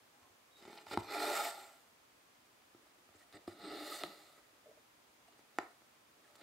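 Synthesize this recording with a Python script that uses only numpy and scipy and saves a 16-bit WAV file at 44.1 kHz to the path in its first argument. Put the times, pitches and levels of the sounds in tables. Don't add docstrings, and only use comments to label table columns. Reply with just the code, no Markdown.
import sys
import numpy as np
from scipy import signal
from scipy.io import wavfile

SR = 44100
rng = np.random.default_rng(int(sys.argv[2]) if len(sys.argv) > 2 else 0)


def dump(signal):
    limited = np.clip(np.atleast_2d(signal).T, -1, 1)
    pcm = np.round(limited * 32767).astype(np.int16)
    wavfile.write(sys.argv[1], SR, pcm)


def how_loud(loudness_db):
    steps = np.asarray(loudness_db, float) / 20
    return 10 ** steps


N = 283122

# whole-cloth sway, body, weave, fibre hiss [f/Hz]
ZONE_EDGES_HZ = [520, 2600, 5700]
HOLE_CHANGES_S = [2.4, 3.9, 5.0]
# [f/Hz, left minus right level/dB]
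LEAN = [(200, 0), (700, -.5), (1300, -2.5), (2400, -2), (4400, -0.2), (8000, 0), (14000, -4)]
# [t/s, drag level/dB, tautness/dB]
PULLS = [
    [(1.03, -81, -4), (1.064, -55, -14), (1.105, -44.5, -4), (1.144, -41, -1.5), (1.185, -41.5, -4),
     (1.2, -39.5, -1), (1.276, -38, -1), (1.342, -39.5, 1), (1.36, -37.5, 1.5), (1.432, -42, 1.5),
     (1.454, -40, 1.5), (1.508, -47.5, 2)],
    [(1.516, -51.5, 1.1), (1.62, -55.5, 0.6), (1.664, -58.5, 1), (1.832, -77.5, 5.5), (1.95, -91, 8.5)],
    [(3.54, -68, -4), (3.572, -66.5, -5), (3.616, -55.5, -6.5), (3.698, -51, -4.5), (3.786, -52, -1),
     (3.864, -50.5, 1.5), (3.932, -47.5, 2), (3.984, -55, 4), (4.01, -50.5, 0.5)],
    [(4.08, -58.5, 1), (4.206, -64, 1.5), (4.33, -69.5, 2.5), (4.42, -82, 7), (4.6, -98, 7)],
]


def rms_one(x):
    return x / np.sqrt(np.mean(x ** 2) + 1e-20)


def at_hz(points, hz):
    points = np.array(points)
    return np.interp(np.log(hz), np.log(points[:, 0]), points[:, 1])


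def drift(rate):
    r = np.exp(-80 * np.pi * rate / SR)
    noise = rng.standard_normal(N // 40 + 2002)
    slow = signal.lfilter([1], [1, -2 * r, r * r], noise)[2000:]
    return np.interp(np.arange(N) / 40, np.arange(len(slow)), rms_one(slow))


def above(x, hz, order):
    return signal.sosfilt(signal.butter(order, hz, "high", fs=SR, output="sos"), x)


def ring(drive, hz, width_hz):
    r, w = np.exp(-np.pi * width_hz / SR), 2 * np.pi * hz / SR
    return signal.lfilter([0, np.sin(w)], [1, -2 * r * np.cos(w), r * r], drive + 1e-18)


def band(drive, hz, width_hz):
    r, w = np.exp(-np.pi * width_hz / SR), 2 * np.pi * hz / SR
    twice = [[1, 0.0036, 0, 1, -2 * r * np.cos(w), r * r]] * 2
    energy = np.sum(signal.sosfilt(twice, signal.unit_impulse(4096)) ** 2)
    return signal.sosfilt(twice, drive) / np.sqrt(energy)


def pair(mid, side, alike):
    alike = np.clip(alike, 0, 1)
    return (np.sqrt(1 + alike) * mid + np.sqrt(1 - alike) * side * [[1], [-1]]) / np.sqrt(2)


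def lean(hz):
    return how_loud(at_hz(LEAN, hz) / 2 * np.array([[1], [-1]]))


def finger_gains(t):
    # [t/s, level/dB]
    pressure = [(0.0, -79), (.25, -70), (.5, -95), (.62, -66.5), (.68, -58.5), (.72, -61.5), (.8, -69.5),
                (.85, -63), (.9, -59), (1.03, -60.5), (1.9, -84.5), (2.56, -103), (2.84, -74.5),
                (3.2, -76.5), (3.45, -68.5), (4.7, -76.5), (5.3, -83.5), (5.69, -66.5), (5.95, -87),
                (6.42, -67)]
    skin_db = [-9.5, -3.5, -14, -10]
    grip = [-0.16, 0.38, 0.72, 0.14]
    pressure_db = np.interp(t, *np.transpose(pressure)) + 2.4 * drift(29)
    return how_loud(pressure_db + np.array(skin_db)[:, None] + np.outer(grip, pressure_db + 72))


def thread_gains(t):
    # [dB at first hole, dB at second, dB per dB of tautness]
    sway_law = (-6.5, 3.6, -7)
    weave_law = (-6, -1.5, 0.18)
    fibre_law = (-8.5, -7.5, 1.84)
    slack_share = 0.02
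    s, drag_db, taut_db = np.transpose(sum(PULLS, []))
    pause = (t > PULLS[1][-1][0]) & (t < PULLS[2][0][0])
    moving = (t > s[0]) & (t < s[-1]) & ~pause
    drag_db, taut_db = np.interp(t, s, drag_db), np.interp(t, s, taut_db)
    later = t > HOLE_CHANGES_S[0]
    sway, weave, fibre = [np.where(later, second, first) + slope * taut_db
                          for first, second, slope in (sway_law, weave_law, fibre_law)]
    sway = sway - sway_law[2] * np.minimum(taut_db, 0) * (1 - slack_share)
    return moving * how_loud(drag_db + np.array([sway, 0 * t, weave, fibre]))


def add_scuffs(gains, t):
    # [t/s, length/s, level/dB, sharpness/dB]
    scuffs = [(0.565, 0.039, -67.5, 8.5), (0.612, 0.027, -63, 5), (0.649, 0.01, -58, -5),
              (0.671, 0.026, -64.5, -10), (0.735, 0.0074, -57.5, 4), (0.747, 0.013, -62, 8),
              (0.765, 0.019, -56.5, 2.5), (0.784, 0.042, -62, 5.5), (0.861, 0.0056, -54, -4),
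              (0.881, 0.027, -65, 10), (0.906, 0.035, -45.5, 3.5), (0.931, 0.011, -45.5, -11),
              (0.987, 0.02, -54, 6), (3.133, 0.029, -70, 0), (3.18, 0.055, -72.5, 10),
              (3.322, 0.011, -67, 9), (3.329, 0.043, -57, -4), (3.473, 0.0069, -52, 3),
              (3.478, 0.053, -62, 5), (4.368, 0.015, -70, -2), (5.273, 0.015, -73, 9),
              (5.32, 0.014, -67.5, -1), (5.378, .022, -73, 10), (5.591, 0.01, -55, -4),
              (6.355, 0.004, -68, 14), (6.406, .043, -57, -5)]
    # [level/dB, dB per dB of sharpness]
    steel_law = [
        (-2, -0.54),
        (-7, 0.44),
        (-17.5, 1.68),
    ]
    for start, length, db, sharp_db in scuffs:
        sway, weave, fibre = [db + base + slope * sharp_db for base, slope in steel_law]
        i, j = int(start * SR), int((start + length + .02) * SR)
        rise = (t[i:j] - start) / .003
        fall = (start + length - t[i:j]) / .006 + 1
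        shape = np.clip(np.minimum(rise, fall), 0, 1)
        gains[:, i:j] = np.hypot(gains[:, i:j], np.outer(how_loud(np.array([sway, db, weave, fibre])), shape))
    return gains


def drag_levels():
    t = np.arange(N) / SR
    gains = np.hypot(thread_gains(t), finger_gains(t))
    gains[3] = np.hypot(gains[3], how_loud(-86))
    return add_scuffs(gains, t)


def tautness():
    t, out = np.arange(N) / SR, np.zeros(N)
    for rows in (PULLS[0] + PULLS[1], PULLS[2] + PULLS[3]):
        s, _, taut_db = np.transpose(rows)
        out += np.interp(t, s, taut_db, left=0, right=0)
    return out


def catches():
    per_s, spread_db = 4500, 1.6
    sizes = how_loud(spread_db * np.minimum(rng.exponential(1, (2, N)), 5)) * rng.choice([-1, 1], (2, N))
    return rms_one(sizes * (rng.random((2, N)) < per_s / SR))


def rubbed_cloth():
    # [f/Hz, width/Hz, level/dB at first hole, level/dB at second]
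    cloth = [(225, 66, -17, -40), (312.2, 35, 3, 9.5), (404, 68, 8, 7), (592, 41.4, 4, 0.5),
             (708.7, 63, 7.5, 0), (821, 109, 8.5, -3), (980, 240, -25, -20), (1291, 143, 2.5, -1.5),
             (1368, 94, 3.5, -11.5), (1852, 120, -11, -15.5), (1975, 248, -0.5, -6.5), (2255, 87, -2, -8.5),
             (2400, 250, -3, -15), (2830, 135, -14, -5), (3040, 110, -14, -33), (3710, 220, -9, -3.5),
             (3988, 395, -20, -5), (4232, 550, -9.5, -3.5), (4680, 293, -10.5, -2.5),
             (4860, 250, -17, -8.5), (5060, 480, -13, -16), (6060, 130, -11.5, -19.5),
             (7010, 270, -14.5, -17.5), (7680, 390, -16.5, -32), (8170, 930, -12, -18.5),
             (8610, 560, -26, -21.5), (10020, 530, -24, -22.5), (10700, 560, -19.5, -19.5),
             (11590, 900, -14.5, -20), (12060, 740, -17, -22), (13830, 1600, -20, -22.5),
             (12790, 700, -26, -23), (15000, 1500, -28, -31), (14600, 400, -32, -33),
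             (13000, 350, -27, -28)]
    # [dB per dB of tautness at first hole, at second]
    taut_colour_db = [(-1, -.6), (-0.5, 0.097), (0.45, .6), (0.1, -0.096), (.6, -0.2), (0.24, -0.26),
                      (4.8, .1), (-0.2, -0.26), (0.7, .1), (.3, .1), (0.15, 0.32), (.1, 0.37), (-0.4, 0.37),
                      (2.1, 0.33), (1.8, .1), (-.2, -0.026), (1.5, -0.037), (-0.4, 0.028), (0, 0.4),
                      (2.3, 0.23), (-0.1, 0.19), (-0.6, .1), (.1, .1), (-0.5, -.1), (0.04, -0.34),
                      (.1, -0.22), (-.6, .1), (0.7, .1), (-0.3, -.2), (0.7, -.2), (-.1, -0.19), (2, .1),
                      (.1, .1), (2, .1), (.1, .1)]
    rub_colour_db = [.1, -0.2, 0.7, -0.5, -0.5, -1.2, 3, -3, 0.8, 5, -1.2, -1, 0.3, 2.5, 5, -.1, 1, -0.4,
                     -0.5, 4, -0.5, 1.5, 0, -1.5, -2, 2.5, 1, 0, -3, -1, -3, -.1, -.1, -5, -.1]
    # [f/Hz, likeness]
    likeness = [(300, 0.98), (1300, 0.93), (3000, 0.81), (7000, 0.91), (14000, 0.79)]
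    air_from_hz, air_full_db, air_steepness = 9300, -43, 0.056
    flutter_db = -0.48
    hz, width, first, second = np.transpose(cloth)
    zone, gains, drive = np.searchsorted(ZONE_EDGES_HZ, hz), drag_levels(), catches()
    air = gains[3] * (gains[3] / how_loud(air_full_db)) ** air_steepness
    later, tug = np.arange(N) > HOLE_CHANGES_S[0] * SR, drift(37)
    taut_db = tautness()
    out = np.zeros((2, N))
    for k in range(len(hz)):
        mates = zone == zone[k]
        share_first, share_second = [
            how_loud(db[k]) * np.sqrt(width[k] / np.sum(how_loud(2 * db[mates]) * width[mates]))
            for db in (first, second)]
        taut_first, taut_second = taut_colour_db[k]
        uneven_db = flutter_db * tug + 1.19 * drift(9.5)
        uneven_db += taut_db * np.where(later, taut_second, taut_first)
        uneven_db += rub_colour_db[k] * (taut_db == 0)
        gain = air if hz[k] > air_from_hz else gains[zone[k]]
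        gain = gain * how_loud(uneven_db) * np.where(later, share_second, share_first)
        mid, side = band(drive * gain, hz[k], width[k])
        out += lean(hz[k]) * pair(mid, side, at_hz(likeness, hz[k]))
    rumble = how_loud(-27) * gains[0] * rms_one(ring(drive[1], hz=100, width_hz=66))
    return rumble + above(out, 252, order=5)


def hush():
    # [f/Hz, level/dB per Hz]
    noise_colour = [(12, -52), (20, -44), (37, -1.5), (70, -6), (134, -5), (168, -13.5), (234, 1.5),
                    (367, -3), (574, -1), (660, -2), (1120, -1), (1260, -4), (2020, -5), (12800, -17.5),
                    (16000, -18)]
    # [f/Hz, likeness]
    noise_likeness = [(60, 1), (130, 0.95), (290, 0.61), (640, 0.0047), (3000, 0.004), (15000, 0.18)]
    out, edges = 0, 20 * 2 ** np.arange(0, 10, .5)
    white = rng.standard_normal((2, 2, N))
    for k, (low, high) in enumerate(zip(edges, np.append(edges[1:], 18000))):
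        half_octave = signal.butter(2, [low, high], "band", fs=SR, output="sos")
        mid, side = signal.sosfilt(half_octave, white[k % 2])
        hz = np.sqrt(low * high)
        level = how_loud(at_hz(noise_colour, hz) + 0.08 * drift(4.8))
        out = out + level * pair(mid, side, at_hz(noise_likeness, hz))
    return how_loud(-66.5) * rms_one(out) * how_loud([[-.2], [.2]])


def squeaks():
    # [t/s, length/s, level/dB, f/Hz, width/Hz]
    slides = [(0.177, .14, -72, 1045, 80), (0.49, .16, -69, 3790, 120), (0.63, .07, -74, 7300, 900),
              (3.144, .036, -72, 7600, 2210), (3.19, .051, -64.5, 1880, 131),
              (3.334, .046, -68, 8200, 1510), (4.365, .036, -66, 570, 61), (4.378, .021, -69, 1301, 501),
              (5.277, .024, -68, 700, 81), (6.231, .041, -68.5, 1760, 201), (1.19, .23, -46, 590, 25),
              (1.195, .07, -42, 720, 60), (1.25, .09, -47, 420, 40), (1.3, .07, -46, 690, 50),
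              (1.36, .09, -43, 830, 50), (1.43, .09, -46, 720, 70), (1.34, .12, -48, 1280, 70),
              (1.3, .1, -52, 1850, 60), (1.18, .03, -49, 4200, 700), (1.09, .18, -64, 9900, 250),
              (1.3, .12, -51, 7500, 800), (1.53, .1, -58, 1280, 70), (3.56, .16, -64, 200, 30),
              (3.78, .09, -52, 310, 30), (3.86, .07, -54, 410, 40), (3.89, .07, -52, 1260, 70),
              (3.98, .04, -56, 1930, 150), (4.05, .07, -62, 200, 30), (3.8, .16, -64, 7100, 250),
              (3.88, .07, -66, 12900, 400), (.772, .014, -57, 4500, 900), (.781, .012, -57, 2800, 800),
              (.621, .03, -66, 2110, 300), (.665, .035, -63, 2010, 500), (6.36, .015, -66, 700, 100),
              (3.5, .07, -64, 200, 50), (3.6, .12, -66, 8300, 400), (1.12, .04, -52, 2300, 300),
              (1.25, .1, -60, 6050, 120), (1.34, .05, -50, 2200, 300),
              (3.9, .07, -58, 4400, 1200), (3.9, 0.074, -57, 300, 37), (1.24, .06, -48.5, 3770, 270),
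            (1.4, .1, -57, 5200, 300), (1.22, 0.22, -66, 14500, 300), (1.3, .24, -63, 12000, 300),
            (1.55, 0.17, -68, 7430, 500)]
    songs = slides
    out, rub = np.zeros((2, N)), rng.standard_normal((len(songs), SR // 4))
    for noise, (s, length, db, hz, width) in zip(rub, songs):
        swell = np.hanning(int(np.clip(length, .01, .24) * SR))
        i = int(s * SR)
        out[:, i:i + len(swell)] += how_loud(db) * lean(hz) * swell * band(noise, hz, width)[-len(swell):]
    return out


def thuds():
    # [t/s, level/dB, f/Hz]
    bumps = [(.218, -72, 91), (.3, -74, 97.5), (0.649, -70, 94), (.87, -68, 100), (0.921, -58, 100),
             (.973, -40.5, 100), (1.0, -51, 109), (2.743, -73, 123), (3.089, -74, 95), (3.15, -69, 98),
             (3.337, -64, 100), (3.477, -55.5, 100), (3.6, -73, 82), (3.699, -69, 74.4), (4.045, -55, 172),
             (5.585, -66, 114), (.973, -59, 180), (0.974, -52, 60), (3.341, -57.5, 196), (3.721, -56, 190),
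             (4.11, -65, 187), (3.598, -61, 185)]
    out, push = np.zeros(N), np.hanning(int(0.0073 * SR))
    for s, db, hz in bumps:
        i = int(s * SR)
        drive = np.pad(how_loud(db) * push / push.sum() * 2, (0, SR // 2))
        out[i:i + len(drive)] += ring(drive, hz, width_hz=14.4)
    return out


def needle():
    # [t/s, peak level/dB, push into cloth/dB, snap of weave/dB, contact/ms]
    pops = [(0.6528, -44, -3, 15, .1), (0.7305, -42, -2.5, 13, .1), (0.776, -56, -19, 34, 0.1),
            (0.778, -62, -12, 24, .1), (0.7807, -54, -10, 27, .1), (.678, -53, 11.5, -3, 0.46),
            (.893, -49, -7, 5, .15), (.7865, -46, -13, 14, 0.2), (0.625, -53.5, 5, 23, 0.13),
            (.699, -49, 7.5, 2, .2), (0.754, -51, 1, 4, 0.18), (0.81, -55, -1, 5, .2),
            (0.8685, -40, -14, 11, 0.04), (0.913, -33, -5, 6, .045), (0.934, -35, -4, 18, 0.046),
            (0.9739, -14.5, -5.5, -3, 0.42), (0.9743, -37, 5, 21, 0.053), (0.9756, -41, 0, 25, .06),
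            (1.0295, -57, -5, 12, .12), (.998, -39, -11, 1, 0.56), (2.748, -50, 12, 10, 0.42),
            (2.985, -60, 10, 0, .4), (3.15, -56, 5, 0, .4), (2.869, -48, -8, -1.5, 0.29),
            (3.09, -46, -7, 0, 0.49), (3.327, -53.5, -2, 13, .05), (3.392, -59, 12, .1, 0.49),
            (3.478, -24.5, 4, 11, 1.19), (4.036, -41, -30, 20, 0.023), (4.0373, -21, -0.5, -6.5, 0.47),
            (4.379, -49, -11, 3, 0.39), (5.284, -55, -23, -19, 0.4), (5.393, -57, 25, 4, .08),
            (5.5864, -18, 11, -6, 0.033), (5.589, -26, -3, -21, 0.21), (5.5901, -33, -3, -12, 0.47),
            (5.8193, -55, 17, 0, 0.36), (6.3553, -58, -8, 17.5, 0.037)]
    # [f/Hz, width/Hz, level/dB at each of four holes]
    pluck = [(228, 92, 14, -35, -14, -32), (338, 51, 8.5, 5, 6.5, -7.5), (424, 340, 4, 4, -3, -4),
             (710, 110, -44, 3, 5, 2), (875, 136, 9, -12, -5, 8), (1057, 105, -5.5, -21, -25, -10),
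             (1278, 110, -3.5, 1.5, 1.5, 3.5), (1370, 110, -19, -28, -15, 1),
             (1820, 260, -32, -3, -26, 6.5), (2106, 190, -3, -13, 2, -23), (2880, 1100, -13, -3, 0, -26),
             (3500, 160, -27, -17, -14, -9), (3960, 390, -8.5, 6, 6.5, -10), (4640, 160, -36, -5, -19, -7),
             (4850, 470, -12, -34, -26, 0), (5900, 120, -46, -24, -26, -10),
             (7030, 350, -30, -22, -13, -3.5), (9050, 1200, -7, -17, 0, -30.5),
             (11100, 1300, -14, -32, -20, -6), (14000, 2000, -16, -32, -22, -26)]
    bulge_shares = [0.018, .1, 0.46, 0.26]
    bulge_lead = 9
    upper_snap = 0.34
    s, peak_db, sway_db, weave_db, contact_ms = np.transpose(pops)
    at, out = np.round(s * SR).astype(int), np.zeros((2, N))
    hole = np.searchsorted(HOLE_CHANGES_S, s)
    steps = np.arange(64)
    spots = at[:, None] + steps
    contact = np.clip(contact_ms, .01, 1.3)[:, None] * SR / 1000 + 2
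    pushes = np.sin(np.pi * np.clip((steps + 1) / contact, 0, 1)) ** 2
    chance = rng.standard_normal((len(at), len(pluck)))
    for k, (hz, width, *db) in enumerate(pluck):
        body_db = upper_snap * weave_db * (hz > 1100)
        colour_db = [sway_db, body_db, weave_db, weave_db][np.searchsorted(ZONE_EDGES_HZ, hz)]
        strength = how_loud(peak_db - 13.5 + np.array(db)[hole] + colour_db + 0.5 * chance[:, k])
        drive = np.zeros(N)
        drive[spots] = pushes * (strength / pushes.sum(axis=1))[:, None]
        drive[spots - bulge_lead] -= np.take(bulge_shares, hole)[:, None] * drive[spots]
        out -= ring(drive, hz, width) * lean(hz)
    return above(out, 366, order=2)


def creak():
    # [t/s, upper mode level/dB, lower mode level/dB]
    slips = [(4.657, -54.5, -61), (4.667, -54, -75), (4.676, -69, -59), (4.683, -63, -69),
             (4.692, -55, -63), (4.699, -70, -72), (4.711, -53, -74), (4.718, -68, -68),
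             (4.771, -55.5, -69)]
    # [f/Hz, width/Hz]
    frame_modes = [
        (615, 62),
        (457, 22),
    ]
    s, *levels = np.transpose(slips)
    out = np.zeros(N)
    for (hz, width), db in zip(frame_modes, levels):
        clicks = np.zeros(N)
        clicks[np.round(s * SR).astype(int)] = how_loud(db)
        contact = ring(clicks, hz, 2.54 * width) * 3.7 * np.pi * width / SR
        out += ring(contact, hz, width) * 2
    return out


def room(x):
    t60_s, treble_t60_s, treble_db, build_s = 0.3, 0.21, -1, 0.008
    t = np.arange(SR // 2) / SR
    echoes = rng.standard_normal((2, len(t)))
    low = signal.sosfilt(signal.butter(2, 4300, fs=SR, output="sos"), echoes)
    tail = low * how_loud(-60 * t / t60_s) + (echoes - low) * how_loud(treble_db - 60 * t / treble_t60_s)
    tail = tail * (1 - np.exp(-t / build_s))
    mid, side = signal.fftconvolve(x[None], tail / np.sqrt(np.sum(tail[0] ** 2)), axes=1)[:, :N]
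    side = side - 0.56 * above(side, 5500, order=2)
    return pair(mid, above(side, 1070, order=1), alike=0.19)


def scene():
    close = rubbed_cloth() + needle() + creak()
    echo = room(above(close.mean(axis=0), 241, order=2))
    return close + thuds() + how_loud(-11.5) * echo + hush() + squeaks()


def band_limit(x):
    return signal.sosfilt(signal.butter(12, 16420, fs=SR, output="sos"), x)


def record(dry):
    top = signal.ellip(10, .5, 60, 15750, fs=SR, output="sos")
    mix = signal.sosfilt(top, above(dry, 68, order=2))
    return band_limit(mix)


dry = scene()
out = record(dry)
dump(out)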